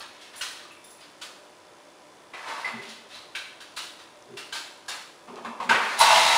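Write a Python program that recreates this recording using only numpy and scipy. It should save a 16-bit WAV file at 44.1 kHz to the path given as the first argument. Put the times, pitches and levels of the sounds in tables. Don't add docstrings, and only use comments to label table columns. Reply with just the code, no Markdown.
import sys
import numpy as np
from scipy import signal
from scipy.fft import rfft, irfft
from scipy.io import wavfile

SR = 44100
rng = np.random.default_rng(int(sys.argv[2]) if len(sys.argv) > 2 else 0)


def volts(x):
    e = np.asarray(x, float) / 20
    return 10 ** e


def digitize_waveform(pressure):
    field = np.atleast_2d(pressure).T
    bounded = np.clip(field, -1, 1)
    quanta = np.round(bounded * 32767).astype(np.int16)
    wavfile.write(sys.argv[1], SR, quanta)


N = 280917

# (f/Hz, level/dB, t60/s)
WOOD = [(607, 3, 0.017), (762, 10, 0.014), (920, 8.5, 0.13), (1050, 12.5, 0.053), (1130, 5, 0.12),
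        (400, -21, 0.05), (242, -15, 0.24)]


def unit(x):
    return x / np.sqrt(np.sum(x ** 2))


def level(x, db):
    return unit(x) * np.sqrt(len(x)) * volts(db)


def colour(x, table):
    hz, db = np.transpose(table)
    f = np.fft.rfftfreq(len(x), 1 / SR) + 1
    gain = volts(np.interp(np.log(f), np.log(hz), db))
    return irfft(rfft(x) * gain, len(x))


def band(x, lo_hz, hi_hz):
    sos = signal.butter(2, [lo_hz, min(hi_hz, SR / 2.1)], "band", fs=SR, output="sos")
    return signal.sosfilt(sos, x)


def ring(x, hz, t60_s):
    pole = np.exp((2j * np.pi * hz - np.log(1000) / t60_s) / SR)
    return signal.lfilter([1], [1, -pole], x).imag


def resonate(x, peaks):
    out = 0
    for k, (hz, width_hz, db) in enumerate(peaks):
        t60_s = np.log(1000) / (np.pi * width_hz)
        out = out + (-1) ** k * volts(db) * width_hz * ring(x, hz, t60_s)
    return out


def slips(rate_hz, spread_db):
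    chance = rng.random((3, N))
    happens = chance[0] < rate_hz / SR
    size = volts(-min(spread_db, 3.5) * np.log(chance[2] + .03))
    return happens * np.sign(chance[1] - .5) * size


def stroke(s, hold_s, db, attack_s, release_s):
    edges_s = np.cumsum([s - attack_s, attack_s, hold_s, release_s])
    gain = np.zeros(N)
    on = np.arange(max(int(edges_s[0] * SR), 0), min(int(edges_s[-1] * SR), N))
    gain[on] = volts(db + np.interp(on / SR, edges_s, [-40, 0, 0, -40]))
    return gain


def swell(x, ms):
    return x * (1 - np.exp(-np.arange(len(x)) * 1000 / SR / max(ms, .2)))


def add(out, s, x):
    i = int(s * SR)
    out[i:i + len(x)] += x[:N - i]


def room_tails():
    # (f/Hz, t60/s)
    decays = [(250, 0.96), (600, 1), (1400, 0.74), (3000, 0.67), (6000, 0.62), (11000, 0.62)]
    t = np.arange(int(.9 * SR)) / SR
    bands = np.array([band(rng.standard_normal(3 * SR), hz / 1.5, hz * 1.5) for hz, _ in decays])
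    bands /= np.std(bands, axis=1, keepdims=True) / np.sqrt([[hz] for hz, _ in decays])
    early = (1 - np.exp(-t / 0.0006)) * (1 + 0.23 * np.exp(-t / 0.093))
    return bands, np.array([np.exp(-np.log(1000) * t / t60_s) for _, t60_s in decays]) * early


def room(x, tails, place, direct_db):
    # (delay/ms, level/dB)
    bounces = [(4, -18), (6.5, -17), (9, -19), (13, -18), (22, -17), (31, -20)]
    bands, decay = tails
    start = int(place * SR)
    echo = unit(np.sum(bands[:, start:start + decay.shape[1]] * decay, axis=0))
    echo[0] = volts(direct_db)
    for k, (ms, db) in enumerate(bounces):
        echo[int(ms * (.9 + .2 * place) * SR / 1000)] += (-1) ** k * volts(db)
    return signal.fftconvolve(x, echo)


def hum():
    # (f/Hz, level/dB per Hz)
    air_spectrum = [(15, -66), (25, -32), (173, -11), (207, -12.5), (247, -10), (588, -3.5), (651, -5),
                    (979, -8.5), (1330, -9), (3320, -19), (3590, -23), (4070, -22.5), (5260, -23),
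                    (11000, -25.5), (14300, -63), (22000, -120)]
    # (f/Hz, width/Hz, level/dB)
    peaks = [(100.1, 3.1, -7.5), (235, 17, -9), (301.2, 6.7, 2.5), (345, 38, -4.5), (599.4, 6.6, 4.5),
             (751, 10, -3.5), (1000, 53, -2.5)]
    # (f/Hz, level/dB)
    whine = [(3508, -70)]
    t = np.arange(N) / SR
    air = level(colour(rng.standard_normal(N), air_spectrum), -1.1)
    air += level(resonate(rng.standard_normal(N), peaks), -5)
    buzz = 0.49 + np.cos(np.pi * 59.9 * t) ** 30
    air += level(buzz * band(rng.standard_normal(N), 2100, 6200), -9.5)
    tones = sum(np.sqrt(2) * volts(db) * np.sin(2 * np.pi * hz * t) for hz, db in whine)
    return air * volts(-52) + tones


def contacts():
    # (t/s, click/dB, wood knock/dB, nail treble/dB)
    claws = [(0.0024, -31.5, -1.5, -12), (0.3347, -39.5, 0, -15), (0.4114, -24.5, -5, -5),
             (0.7113, -59, -26, -14), (1.0047, -42.5, -12, -13), (1.2141, -32, -0.5, -5),
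             (2.8893, -37.5, -28, -5.5), (3.3514, -27, -6.5, -9.5), (3.6027, -36, -3, -8.5),
             (3.764, -31.5, -3, -1.5), (3.772, -27, -8.5, -8.5), (3.989, -39.5, -2, -12),
             (4.37, -30.5, -4.5, -7), (4.5246, -29, -1, -3), (4.5538, -28, -16, -7),
             (4.882, -28.5, -0.5, -1.5), (4.9033, -27.5, -2, -21), (5.623, -40.5, 7, -5),
             (6.0108, -17, 0.5, -3), (6.1605, -12, -3.5, -15)]
    # (t/s, click/dB, wood knock/dB)
    scuffs = [
        (0.213, -42, -25),
        (2.8188, -39.5, -20),
        (3.0889, -53, -16),
        (3.1469, -40, 3),
    ]
    # (t/s, click/dB, wood knock/dB, build-up/ms)
    bumps = [
        (2.3348, -29.5, 4.5, 4.3),
        (2.4762, -25.5, 4, 6.6),
        (2.6479, -25.5, 2, 2.8),
        (2.6748, -27.5, 0.5, 2.7),
        (5.277, -39, 13.5, 7.3),
        (5.361, -35.5, 10, 4.8),
        (5.4483, -28, 7.5, 1.1),
        (5.6007, -28.5, 11, 1.9),
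        (5.6925, -9, -1, 2.5),
        (5.7072, -21, 7, 4.2),
    ]
    blows = [(s, db, wood, 5 + 0.34 * treble, treble, 3.8) for s, db, wood, treble in claws]
    blows += [(*row, 1.5, -8, 1.7) for row in scuffs]
    blows += [(s, db, wood, -9, -19, ms) for s, db, wood, ms in bumps]
    return sorted(blows)


def hits(tails):
    out, tick = np.zeros(N), np.eye(1, 4096, 64)[0]
    for s, db, wood_db, edge_db, treble_db, ms in contacts():
        chance, spots = rng.standard_normal((len(WOOD), 2)), rng.random(24)
        knock = sum(volts(g + a) * ring(tick, hz * (1 + 0.016 * b), t60_s)
                    for (hz, g, t60_s), (a, b) in zip(WOOD, chance))
        grain = tick + volts(-8) * unit(sum(ring(tick, 1200 + 9500 * u ** 1.4, .022) for u in spots))
        click = colour(grain, [(250, wood_db - 15.5), (600, wood_db - 8), (1000, wood_db - 0.5),
                               (1500, -0.62), (2400, -0.45), (4000, edge_db),
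                               (7500, treble_db - 1.5), (11000, treble_db - 3)])
        sound = click + volts(wood_db - 23) * unit(band(knock, 260, 2300))
        heard = room(sound, tails, rng.random(), direct_db=-15)
        add(out, s - .002, volts(db + 29.5) * swell(heard, ms))
    return out


def skids(tails):
    # (t/s, length/s, level/dB, wood share/dB, treble share/dB)
    moves = [(0.057, 0.14, -56, -14, -1), (0.2, .08, -56.5, -15, 6.5), (0.337, 0.064, -45.5, -4, -3),
             (0.51, 0.13, -50.5, -20, 2), (0.99, 0.066, -55.5, -20, 3), (2.362, 0.085, -35.5, -4, -10.5),
             (2.463, 0.15, -32.5, 1.5, -8), (2.767, 0.033, -40.5, -5, -8), (2.826, 0.094, -51, -18, 6.5),
             (3.104, 0.061, -56, -7, 12.5), (5.733, 0.033, -15, -1.5, -19), (5.811, 0.143, -25.5, -4, -9)]
    # (f/Hz, level/dB per Hz)
    rub_spectrum = [(710, -48), (1200, -2.5), (2190, -4), (2360, -6), (3970, -11.5), (7320, -27.5),
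                    (11000, -28), (14300, -57), (22000, -120)]
    gains = np.array([stroke(s, hold_s, db, .04, 0.029) for s, hold_s, db, _, _ in moves])
    gain = gains.sum(axis=0)
    wood, treble = volts(np.transpose(moves)[3:]) @ gains
    rub = colour(slips(3500, 5.1), rub_spectrum)
    board = band(sum(volts(g) * ring(slips(2500, 5.1), hz, t60_s) for hz, g, t60_s in WOOD[:5]), 400, 1270)
    dry = gain * level(band(rub, 1280, 3520), -9)
    dry += wood * level(board, -10)
    dry += treble * level(band(rub, 2800, 11000), -1.5)
    return room(dry, tails, 0.44, direct_db=-5)[:N]


def tag(tails):
    # (t/s, top note/dB, lower notes' share/dB)
    blows = [(0.3586, -33.5, -6), (0.3764, -38, 6), (0.3994, -36, 2), (0.4115, -45, -2), (0.7183, -46, -5),
             (0.8415, -38, -2.5), (0.8694, -52, 0), (0.9043, -37.5, -10), (0.9378, -47, -13),
             (0.9981, -64, -6), (1.1887, -59, 4), (5.2405, -60, -5)]
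    # (f/Hz, t60/s)
    modes = [(10910, .04), (9340, .045), (7480, .008)]
    out, t = np.zeros(N), np.arange(8192) / SR
    for s, db, share_db in blows:
        chatter = unit(rng.standard_normal(len(t)) * np.exp(-t / 0.017))
        notes = [unit(band(ring(chatter, hz, t60_s), hz / 1.05, hz * 1.05)) for hz, t60_s in modes]
        notes.append(unit(band(chatter, 4400, 8200)))
        notes_db = [0, share_db, share_db - 6, -4]
        jingle = sum(volts(g) * note for g, note in zip(notes_db, notes))
        add(out, s - .001, volts(db + 19.5) * jingle)
    return room(out, tails, 0.41, direct_db=1.9)[:N] * volts(-6.5)


def rings(tails):
    # (t/s, level/dB, f/Hz)
    taps = [(0.41, -39, 1500), (0.411, -37, 2870), (0.653, -47.5, 1195), (0.71, -47, 2640),
            (0.77, -56, 2330), (0.845, -51.5, 3550), (1.012, -57, 5080), (2.338, -47, 990),
            (2.648, -56, 9800), (2.648, -45.5, 4520), (3.145, -41, 3990), (3.352, -36, 2300),
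            (3.352, -38.5, 1544), (3.351, -37.5, 2680), (3.35, -40, 3130), (3.773, -45, 1025),
            (4.372, -40, 2730), (4.374, -50, 3170), (4.526, -37, 1570), (4.527, -37, 3106),
            (4.555, -42, 920), (4.883, -39.5, 1633), (4.904, -44, 4400), (5.451, -35.5, 1050),
            (5.602, -30.5, 1050), (5.625, -33, 906), (5.697, -26, 1570), (5.707, -19, 921),
            (5.712, -22, 1513)]
    # (t/s, level/dB, f/Hz)
    dish = [
        (2.336, -44, 2000),
        (2.39, -45, 1990),
        (2.646, -28.5, 2030),
        (2.675, -37, 2005),
        (2.74, -43, 2010),
    ]
    out, tap = np.zeros(N), np.pad(np.hanning(7), (0, 8192))
    notes = [(s, db, hz, .045 * (1000 / hz) ** .4) for s, db, hz in taps] + [(*row, 0.13) for row in dish]
    for s, db, hz, t60_s in notes:
        pair = ring(tap, hz, t60_s) + .7 * ring(tap, hz * 1.03, t60_s / 2)
        note = unit(band(pair, hz / 2.6, hz * 2.04))
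        heard = room(note, tails, rng.random(), direct_db=9)
        add(out, s - .001, volts(db + 27) * swell(heard, 5))
    return out


def ticks():
    # (t/s, level/dB, centre f/Hz)
    creaks = [
        (1.0065, -50, 9800),
        (2.891, -48, 4500),
        (4.2245, -50, 5000),
        (4.862, -51, 5200),
        (5.358, -42, 4000),
        (6.1605, -8, 2500),
    ]
    out, t = np.zeros(N), np.arange(400) / SR
    for s, db, hz in creaks:
        burst = rng.standard_normal(len(t)) * np.exp(-t / .0012)
        add(out, s, volts(db + 12) * band(burst, hz / 1.4, hz * 1.4))
    return out


def groans(tails):
    # (t/s, length/s, level/dB)
    shifts = [
        [(2.775, 0.029, -42), (4.29, .05, -41), (5.295, .1, -40.5), (5.7, 0.021, -33), (5.75, 0.021, -37.5),
         (5.89, .015, -47)],
        [(2.74, 0.021, -43), (2.86, 0.054, -54.5), (4.28, 0.069, -55.5), (5.285, 0.036, -43.5), (5.4, .03, -49),
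         (5.465, 0.022, -40), (5.635, 0.032, -42), (5.7, .015, -40.5)],
        [(2.745, .06, -50), (4.29, 0.062, -57), (5.7, 0.055, -46.5)],
    ]
    # (f/Hz, width/Hz)
    frame = [(400, 32), (228, 28), (132, 30)]
    dry = np.zeros(N)
    for rows, (hz, width_hz) in zip(shifts, frame):
        load = sum(stroke(*row, 0.053, 0.11) for row in rows)
        narrow = resonate(slips(900, 1.04), [(hz, width_hz, 0)])
        dry += load * level(resonate(narrow, [(hz, 2 * width_hz, 0)]), -7)
    return band(room(dry, tails, 0.39, direct_db=2.6)[:N], 120, 750) * volts(0.5)


def shove(tails):
    # (f/Hz, width/Hz, level/dB)
    body_peaks = [(655, 25, -5), (675, 20, -11), (830, 25, -6), (910, 25, 0), (970, 25, -3), (1025, 25, -7),
                  (1090, 25, -7), (1118, 30, -3), (1325, 30, -6), (1480, 60, -10)]
    # (f/Hz, width/Hz, level/dB)
    stiff_peaks = [(2047, 91, 2.5), (2666, 110, 0.5), (3240, 58, -5), (3600, 23, -9), (3850, 330, -1),
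                   (4050, 75, -1), (4730, 48, -14)]
    # (f/Hz, level/dB per Hz)
    hiss_spectrum = [(120, -63), (200, -29), (575, -9.5), (647, -0.5), (889, 6), (1180, 0), (1350, -22),
                     (1710, -3), (3830, -4), (11000, -18), (14300, -59), (22000, -120)]
    # (t/s, level/dB)
    lurches = [
        (6.011, -11.5),
        (6.107, -12.5),
        (6.3, -35),
    ]
    push = stroke(6.008, N / SR, 0, 0.076, 1)
    lurch = sum(stroke(s, 0, db, 0.0089, 0.11) for s, db in lurches)
    rub = slips(1800, 2.5)
    rasp = level(resonate(rub, stiff_peaks), -8) + level(colour(slips(7000, 2.4), hiss_spectrum), -3.84)
    squeal = level(resonate(slips(5000, 4), [(10620, 190, 0)]), 0) + level(band(rub, 4500, 14000), 5)
    squeak = stroke(5.989, .028, -28, 0.0071, .015) * squeal
    body = level(band(resonate(rub, body_peaks), 470, 2600), -1.5)
    dry = (volts(-22) * push + lurch) * body
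    dry += (volts(-15.5) * push + volts(-9.5) * lurch) * rasp
    dry += squeak
    return room(dry, tails, .7, direct_db=6)[:N] * volts(-8.5)


def scene():
    tails = room_tails()
    echoing = sum(source(tails) for source in (hits, skids, tag, rings, groans, shove))
    return (hum() + echoing + ticks())[None]


def band_limit(x):
    return signal.sosfilt(signal.butter(12, 15640, fs=SR, output="sos"), x)


def record(dry):
    rounded = np.tanh(1.071 * dry[0]) / 1.2
    thump = band(np.abs(band(dry[0], 3200, 12000)), 27, 157)
    spec = rfft(rounded + volts(-16) * thump)
    edge, shift, fill, top = (int(hz * N / SR) for hz in (11025, 3960, 7900, 15700))
    spec[edge:edge + shift] = spec[edge - shift:edge] * volts(-14 + 4 * np.arange(shift) / shift)
    spec[edge + shift:edge + 2 * shift] = spec[fill:fill + shift] * volts(-14)
    spec[top:] = 0
    return band_limit(irfft(spec, N)[None])


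dry = scene()
out = record(dry)
digitize_waveform(out)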